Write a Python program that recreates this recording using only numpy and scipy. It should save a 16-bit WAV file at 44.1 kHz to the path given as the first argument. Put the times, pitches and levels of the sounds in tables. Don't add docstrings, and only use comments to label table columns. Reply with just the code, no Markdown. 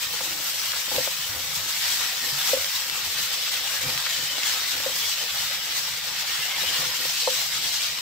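import sys
import numpy as np
from scipy import signal
from scipy.fft import rfft, irfft, next_fast_len
from scipy.io import wavfile
from scipy.ndimage import uniform_filter1d

SR = 44100
rng = np.random.default_rng(int(sys.argv[2]) if len(sys.argv) > 2 else 0)


def materialize(psi):
    bounded = np.clip(np.atleast_2d(psi).T, -1, 1)
    quanta = np.round(bounded * 32767).astype(np.int16)
    wavfile.write(sys.argv[1], SR, quanta)


N = 353219
TIME, HZ = np.arange(N) / SR, np.fft.rfftfreq(N, 1 / SR)
TOP_HZ = 15740


def gain_of(db):
    return 10 ** (np.asarray(db) / 20)


def unit_rms(x):
    return x / np.sqrt(np.mean(x ** 2) + 1e-20)


def curve_at(points, hz):
    freqs, values = np.transpose(points)
    return np.interp(np.log(hz + 1), np.log(np.sort(freqs) + 1), values)


def add(mix, start_s, sound):
    part = mix[..., round(start_s * SR):][..., :sound.shape[-1]]
    part += sound[..., :part.shape[-1]]


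def equalise(x, gain):
    size = next_fast_len(N)
    return irfft(rfft(x, size) * np.interp(np.fft.rfftfreq(size, 1 / SR), HZ, gain), size)[..., :N]


def wander(per_s):
    knots = np.clip(rng.standard_normal(8192), -1.8, 1.8)
    return unit_rms(np.interp(TIME * per_s, np.arange(len(knots)), knots))


def crackle(per_s, spread_db, path_ms):
    chance, size = rng.random(N), rng.exponential(1, N)
    lag, sign = rng.standard_normal(N), rng.choice([-1, 1], N)
    at = np.flatnonzero(chance < per_s / SR)
    height = gain_of(spread_db * np.minimum(size[at], 3.8)) * sign[at]
    late = np.round(lag[at] * path_ms * SR / 1000).astype(int)
    return unit_rms(np.array([np.bincount(at, height, N), np.bincount((at + late) % N, height, N)]))


# freq_hz, t60_s
ROOM_DECAY = [(150, 0.22), (1000, 0.45), (5000, 0.28), (15000, 0.25)]


def kitchen(x, wet_db, tails=3):
    wet, n = np.zeros((2, N)), SR // 3
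    for k in range(tails):
        taps = rng.standard_normal((2, n)) * (rng.random((2, n)) < .08) * (np.arange(n) > 60)
        hz, t, spectrum = signal.stft(taps, SR, nperseg=256)
        decay = gain_of(-60 * t / curve_at(ROOM_DECAY, hz)[:, None])
        tail = signal.istft(spectrum * decay, SR, nperseg=256)[1]
        tail /= np.linalg.norm(tail, axis=1, keepdims=True)
        crossfade = np.sqrt(2 / tails) * np.cos(np.pi * (2 * TIME + k / tails))
        wet += signal.oaconvolve(x * crossfade, tail, axes=1)[:, :N]
    return x + gain_of(wet_db) * wet


def plips(per_s=110, low_hz=1750, high_hz=5200, cycles=26, glide=0.04, range_db=6):
    out, t = np.zeros((2, N)), np.arange(SR // 20) / SR
    for when, pitch, loudness, spot in rng.random((round(per_s * N / SR), 4)):
        hz = low_hz * (high_hz / low_hz) ** pitch
        age = t * hz / cycles
        phase = 2 * np.pi * hz * t * (1 + glide * np.tanh(age / 2) / 2)
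        stereo_phase = np.array([[0], [np.pi * (2 * spot - 1) * pitch]])
        envelope = gain_of(range_db * loudness) * np.sqrt(age) * np.exp(-age)
        add(out, when * N / SR, envelope * np.sin(phase + stereo_phase))
    return unit_rms(out)


# peak_s, build_s, over_simmer_db, pitch_hz, width_octaves
SIZZLE_SWELLS = [(.025, 0.12, 0, 2600, 1.2), (.215, 0.058, .5, 3800, 1.7), (.477, 0.027, 0.5, 8200, 2.2),
                 (.709, .16, 1, 5800, 2.1), (.72, .04, -3, 2000, 0.7), (.96, 0.057, 5, 8300, 3.1),
                 (1.86, 0.22, 5, 2600, 1.3), (1.906, 0.37, 6.5, 9000, 1), (2.061, 0.49, 3, 2300, 1.7),
                 (2.359, .12, -3.5, 1500, 2), (2.51, .32, 7.5, 7500, 2.5), (2.762, 0.13, 2, 4300, 2.8),
                 (3.202, 0.26, 5, 5500, 2.1), (3.351, .1, -2, 3700, 1.6), (3.538, .38, 1.5, 4000, 0.94),
                 (3.907, 0.58, 3, 4400, 2.9), (4.063, .04, 3, 2300, 2), (4.169, 0.1, 3.5, 4600, 1.3),
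                 (4.51, 0.21, 6.5, 3900, 1.7), (4.75, 0.33, 2.5, 4700, 2.7), (5.003, 0.18, 5.5, 9200, 1.9),
                 (5.092, .11, 3.5, 4600, 0.63), (5.393, 0.3, 3.5, 5200, 2), (5.519, .16, -0.5, 3300, .9),
                 (5.769, .15, 3.5, 4170, 2.2), (6.399, 0.47, 4, 3560, 1.8), (6.658, 0.16, 5.5, 3200, 2.1),
                 (6.805, .16, 5.5, 3800, 2.8), (7.05, 0.13, 3.5, 6800, 2.2), (7.226, 0.22, 7.5, 5500, 1.13),
                 (7.389, .11, 3.5, 7600, 2.6), (7.684, 0.16, 5.5, 5800, 1.2),
                 (7.843, 0.29, 5.5, 4700, 1.17)]


def flares(t, hz, build_db=9.5, boil_off_db_per_s=47.5, spray_db_per_s=-0.77):
    fineness = np.interp(np.log(hz + 1), np.log([3400, 9000]), [0, 1])
    power = gain_of(spray_db_per_s * np.outer(fineness, t - t.mean())) ** 2
    for peak_s, build_s, db, pitch_hz, octaves in SIZZLE_SWELLS:
        surge_db = db - np.maximum(build_db * (peak_s - t) / build_s, boil_off_db_per_s * (t - peak_s))
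        band = np.exp(-(np.log2((hz + 1) / pitch_hz) / octaves) ** 2)
        power += np.outer(band, gain_of(surge_db) ** 2)
    return power


# freq_hz, gain_db
SIZZLE_EQ = [(410, -23), (510, -7.5), (610, -10.5), (800, -7), (1200, -4.5), (1950, -1.26), (2520, -1.5),
             (3050, 1.5), (3800, 1.5), (5850, 0.7), (6050, -3), (7900, -3), (9400, -11.5), (10900, -10.5),
             (11900, -5.5), (15800, -5.5)]


def sizzle(simmer_db=-30.5, clump_db=0.6, flutter_db=0.64):
    bubbles = crackle(per_s=16000, spread_db=2, path_ms=.07) * gain_of(clump_db * wander(per_s=82))
    snaps = gain_of(-8) * crackle(per_s=1000, spread_db=3, path_ms=.1)
    frying = kitchen(bubbles + snaps + gain_of(-18) * plips(), wet_db=-5.5)
    hz, t, spectrum = signal.stft(unit_rms(frying), SR, nperseg=512, noverlap=384)
    colour = unit_rms(gain_of(curve_at(SIZZLE_EQ, hz)) * (hz < TOP_HZ))[:, None]
    patch_shape = np.outer(signal.windows.hann(6), signal.windows.hann(23))
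    patches = unit_rms(signal.oaconvolve(rng.standard_normal(spectrum.shape[1:]), patch_shape, "same"))
    patch_depth = curve_at([(500, 1.98), (2000, 0.62), (5000, 0.85), (9000, 0.98)], hz)
    resonance_db = 1.79 * patches * patch_depth[:, None]
    drift = np.interp(t, TIME, uniform_filter1d(wander(per_s=22), size=SR // 30))
    throb_depth = curve_at([(1500, 0.23), (4000, 0.11), (7000, 1.2), (11000, 0.92)], hz)
    throb_db = 0.66 * np.outer(throb_depth, unit_rms(np.gradient(drift)))
    spectrum *= colour * np.sqrt(flares(t, hz)) * gain_of(resonance_db + throb_db)
    sound = signal.istft(spectrum, SR, nperseg=512, noverlap=384)[1][:, :N]
    return sound * gain_of(simmer_db + flutter_db * wander(per_s=50))


# freq_hz, gain_db
RUB_EQ = [(100, -15), (215, -6.5), (265, 3.5), (305, -3.5), (390, 2), (440, -10), (505, 10), (590, -12.5),
          (760, 1), (920, 3), (1150, -19), (2200, -23.5)]
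# freq_hz, gain_db
RUMBLE_EQ = [(20, -21), (42, -15), (65, -5), (88, 1), (116, -12.5), (142, 0.5), (190, -6), (260, -32),
             (700, -33.5)]
# start_s, length_s, rub_db, rumble_db
PUSHES = [(0.0, 0.67, -52, -65), (0.9, 0.17, -39.5, -50), (1.25, 0.55, -53, -53), (1.82, 0.32, -54.5, -55),
          (2.194, 0.51, -49.5, -54), (2.84, 0.55, -53, -57), (3.33, 0.43, -54.5, -69),
          (3.812, 0.22, -42, -48), (4.148, 0.62, -51.5, -56), (4.697, 0.37, -46, -52),
          (5.19, 0.34, -57, -60), (5.5, 0.76, -54.5, -62), (6.262, 0.27, -55, -60),
          (6.607, 0.21, -41.5, -51), (6.752, 0.18, -42.5, -53), (6.97, 0.2, -49.5, -57),
          (7.303, 0.21, -52.5, -61), (7.527, 0.26, -48.5, -54), (7.864, .25, -56, -57)]


def stirring(grip_s=0.044, release_s=0.12, settling_db=-61, hob_db=-57.5):
    rub, rumble = gain_of(settling_db), gain_of(hob_db)
    for start_s, length_s, rub_db, rumble_db in PUSHES:
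        effort = np.clip(np.minimum((TIME - start_s) / grip_s, (start_s + length_s - TIME) / release_s), 0, 1)
        rub = np.hypot(rub, effort * gain_of(rub_db))
        rumble = np.hypot(rumble, effort * gain_of(rumble_db))
    slips = equalise(crackle(per_s=600, spread_db=3, path_ms=0.4), gain_of(curve_at(RUB_EQ, HZ)))
    grumble = equalise(crackle(per_s=350, spread_db=2.5, path_ms=1), gain_of(curve_at(RUMBLE_EQ, HZ)))
    food = unit_rms(slips) * rub * gain_of(2.9 * wander(per_s=18))
    pan = unit_rms(grumble) * rumble * gain_of(1.9 * wander(per_s=14))
    return food + pan


def hum(pitch_hz=166.7, level_db=-60.5, waver_hz=2, waver_db=2):
    cycles = np.cumsum(pitch_hz + waver_hz * wander(per_s=22)) / SR
    return gain_of(level_db + waver_db * wander(per_s=6.5)) * np.sin(2 * np.pi * cycles)


# pitch_hz, level_db, t60_s
WOK_MODES = [(265, -22, .12), (482, -10, .08), (512, -2, .115), (531, 0, .095), (580, -8, .06),
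             (780, -10, .03), (925, -4, .032), (1010, -5, .028), (1290, -13, .04), (1650, -11, .025),
             (2050, -11, .025)]
# start_s, level_db, cutoff_hz, pitch_ratio, t60_ratio
WOK_HITS = [(.206, -25, 1300, 1, 1), (.733, -19, 2400, 1, 1), (.880, -33, 1200, 1, .7),
            (.915, -23.5, 1250, .98, .8), (.964, -31, 600, 1, 1), (.980, -17, 680, 1.01, .75),
            (1.073, -22, 1200, 1.02, .6), (2.531, -13.5, 480, 1.02, 1), (2.568, -27, 480, 1.02, .8),
            (3.476, -24, 2500, 1, 1), (4.065, -18.5, 2500, 1, 1), (4.189, -33, 1300, 1, 1),
            (4.380, -29, 1300, 1, 1), (4.801, -30, 1600, 1, 1), (4.860, -21.5, 480, 1.01, 1.15),
            (4.894, -32, 480, 1.01, 1.15), (6.634, -29, 1200, 1, 1), (6.824, -30, 900, .98, 1),
            (7.052, -32, 1000, 1, 1), (7.273, -13.5, 900, .985, 1.1)]


def knocks(rise_cycles=1.85, right_lag_s=0.00016, tick_s=0.0064, hollow_hz=400):
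    out = np.zeros((2, N))
    t = np.maximum(np.arange(SR // 3) / SR - np.array([[0], [right_lag_s]]), 0)
    hollow = signal.iirnotch(hollow_hz, 1.6, SR)
    for start_s, db, cutoff_hz, pitch_ratio, t60_ratio in WOK_HITS:
        ring = np.zeros(t.shape)
        for hz, mode_db, t60_s in np.array(WOK_MODES) * [pitch_ratio, 1, t60_ratio]:
            blow = hz ** 2 / (hz ** 2 + cutoff_hz ** 2) / np.hypot(1, (hz / cutoff_hz) ** 4)
            attack = 1 - np.exp(-(t * hz / rise_cycles) ** 2)
            ring += blow * attack * gain_of(mode_db - 60 * t / t60_s) * np.sin(2 * np.pi * hz * t)
        ring = signal.lfilter(*hollow, ring)
        contact = signal.butter(2, [cutoff_hz ** 2 / 5500, cutoff_hz], "band", fs=SR, output="sos")
        tick = signal.sosfilt(contact, rng.standard_normal(t.shape[1]) * np.exp(-t[0] / tick_s))
        tick_gain = np.interp(cutoff_hz, [950, 1300, 2500], [0, 1.1, 3])
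        hit = ring / abs(ring).max() + tick_gain * tick / abs(tick).max()
        add(out, start_s, gain_of(db) * hit / abs(hit).max())
    return kitchen(out, wet_db=-15.5)


# start_s, length_s, pitch_hz, level_db, fall_ratio, rasp_ratio
SQUEAKS = [(0.215, 0.23, 312, -49.5, .2, .04), (2.19, .08, 1880, -33, .02, .03),
           (2.74, 0.04, 3840, -30, .02, .04), (2.87, .17, 2690, -35, 0, .012),
           (4.09, 0.14, 3380, -31, 0, .02), (4.11, .1, 3020, -35, 0, .012),
           (4.255, .11, 3060, -28.5, .06, .01), (4.44, 0.1, 2950, -32, .03, .012),
           (4.96, .22, 3380, -34.5, -.01, .018), (5.18, .06, 3080, -32, 0, .012),
           (5.28, .07, 3360, -29, .05, .005), (6.45, 0.15, 2150, -32.5, 0, .03),
           (6.41, 0.06, 2770, -31, 0, .012), (6.48, .055, 3030, -28.5, .04, .008),
           (6.65, 0.06, 3030, -27.5, -.03, .012), (7.17, .12, 4300, -28, .02, .06)]


def squeaks(chatter=0.56):
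    out, grip = np.zeros((2, N)), unit_rms(1 + chatter * wander(per_s=90))
    jitter = wander(per_s=400)
    for start_s, length_s, hz, db, fall, rasp in SQUEAKS:
        at, n = round(start_s * SR), round(length_s * SR)
        progress = np.linspace(0, 1, n)
        pitch_hz = hz * (1 + rasp * jitter[at:at + n] - fall * (progress - .5))
        envelope = gain_of(db) * np.sin(np.pi * progress) * grip[at:at + n]
        add(out, start_s, envelope * np.sin(2 * np.pi * np.cumsum(pitch_hz) / SR))
    return kitchen(out, wet_db=-23)


# start_s, level_db
FAT_SPITS = [(.719, -10), (0.963, -9), (2.645, -11.5), (2.898, -12), (3.977, -12), (4.067, -21),
             (4.169, -14), (4.433, -10), (7.244, -27)]


def spits(decay_s=0.0013, band_hz=(1700, 5500)):
    out, t = np.zeros((2, N)), np.arange(SR // 100) / SR
    colour = signal.butter(2, band_hz, "band", fs=SR, output="sos")
    for start_s, db in FAT_SPITS:
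        crack = signal.sosfilt(colour, rng.standard_normal((2, len(t))) * np.exp(-t / decay_s))
        add(out, start_s, gain_of(db) * crack / abs(crack).max())
    return kitchen(out, wet_db=-13)


# start_s, level_db, pitch_hz
HOB_THUMPS = [(.978, -38, 136), (1.295, -39, 101), (1.37, -40, 92), (1.601, -41, 92.5), (2.325, -37, 141),
              (3.07, -43, 90), (3.863, -33, 140.6), (3.955, -40, 138), (6.829, -43, 143), (7.06, -45, 143)]


def thumps(t60_s=0.23, attack_s=0.00092):
    out, t = np.zeros(N), np.arange(SR // 3) / SR
    for start_s, db, hz in HOB_THUMPS:
        envelope = (1 - np.exp(-t / attack_s)) * gain_of(db - 60 * t / t60_s)
        add(out, start_s, envelope * np.sin(2 * np.pi * hz * t))
    return out


# freq_hz, left_minus_right_db
BALANCE = [(100, 2.5), (300, -1), (550, 2.5), (1300, 2.5), (1700, 0), (2700, 2), (4500, 1), (8000, 4),
           (10500, 1), (15000, 3)]


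def scene():
    left, right = sizzle() + spits() + squeaks() + stirring() + thumps() + knocks() + hum()
    lean = gain_of(curve_at(BALANCE, HZ) / 2)
    return np.array([equalise(left, lean), equalise(right, 1 / lean)])


def record(dry):
    high_cut = signal.firwin(611, TOP_HZ, window=("kaiser", 8), fs=SR)
    return signal.oaconvolve(dry, high_cut[None], "same")


dry = scene()
out = record(dry)
materialize(out)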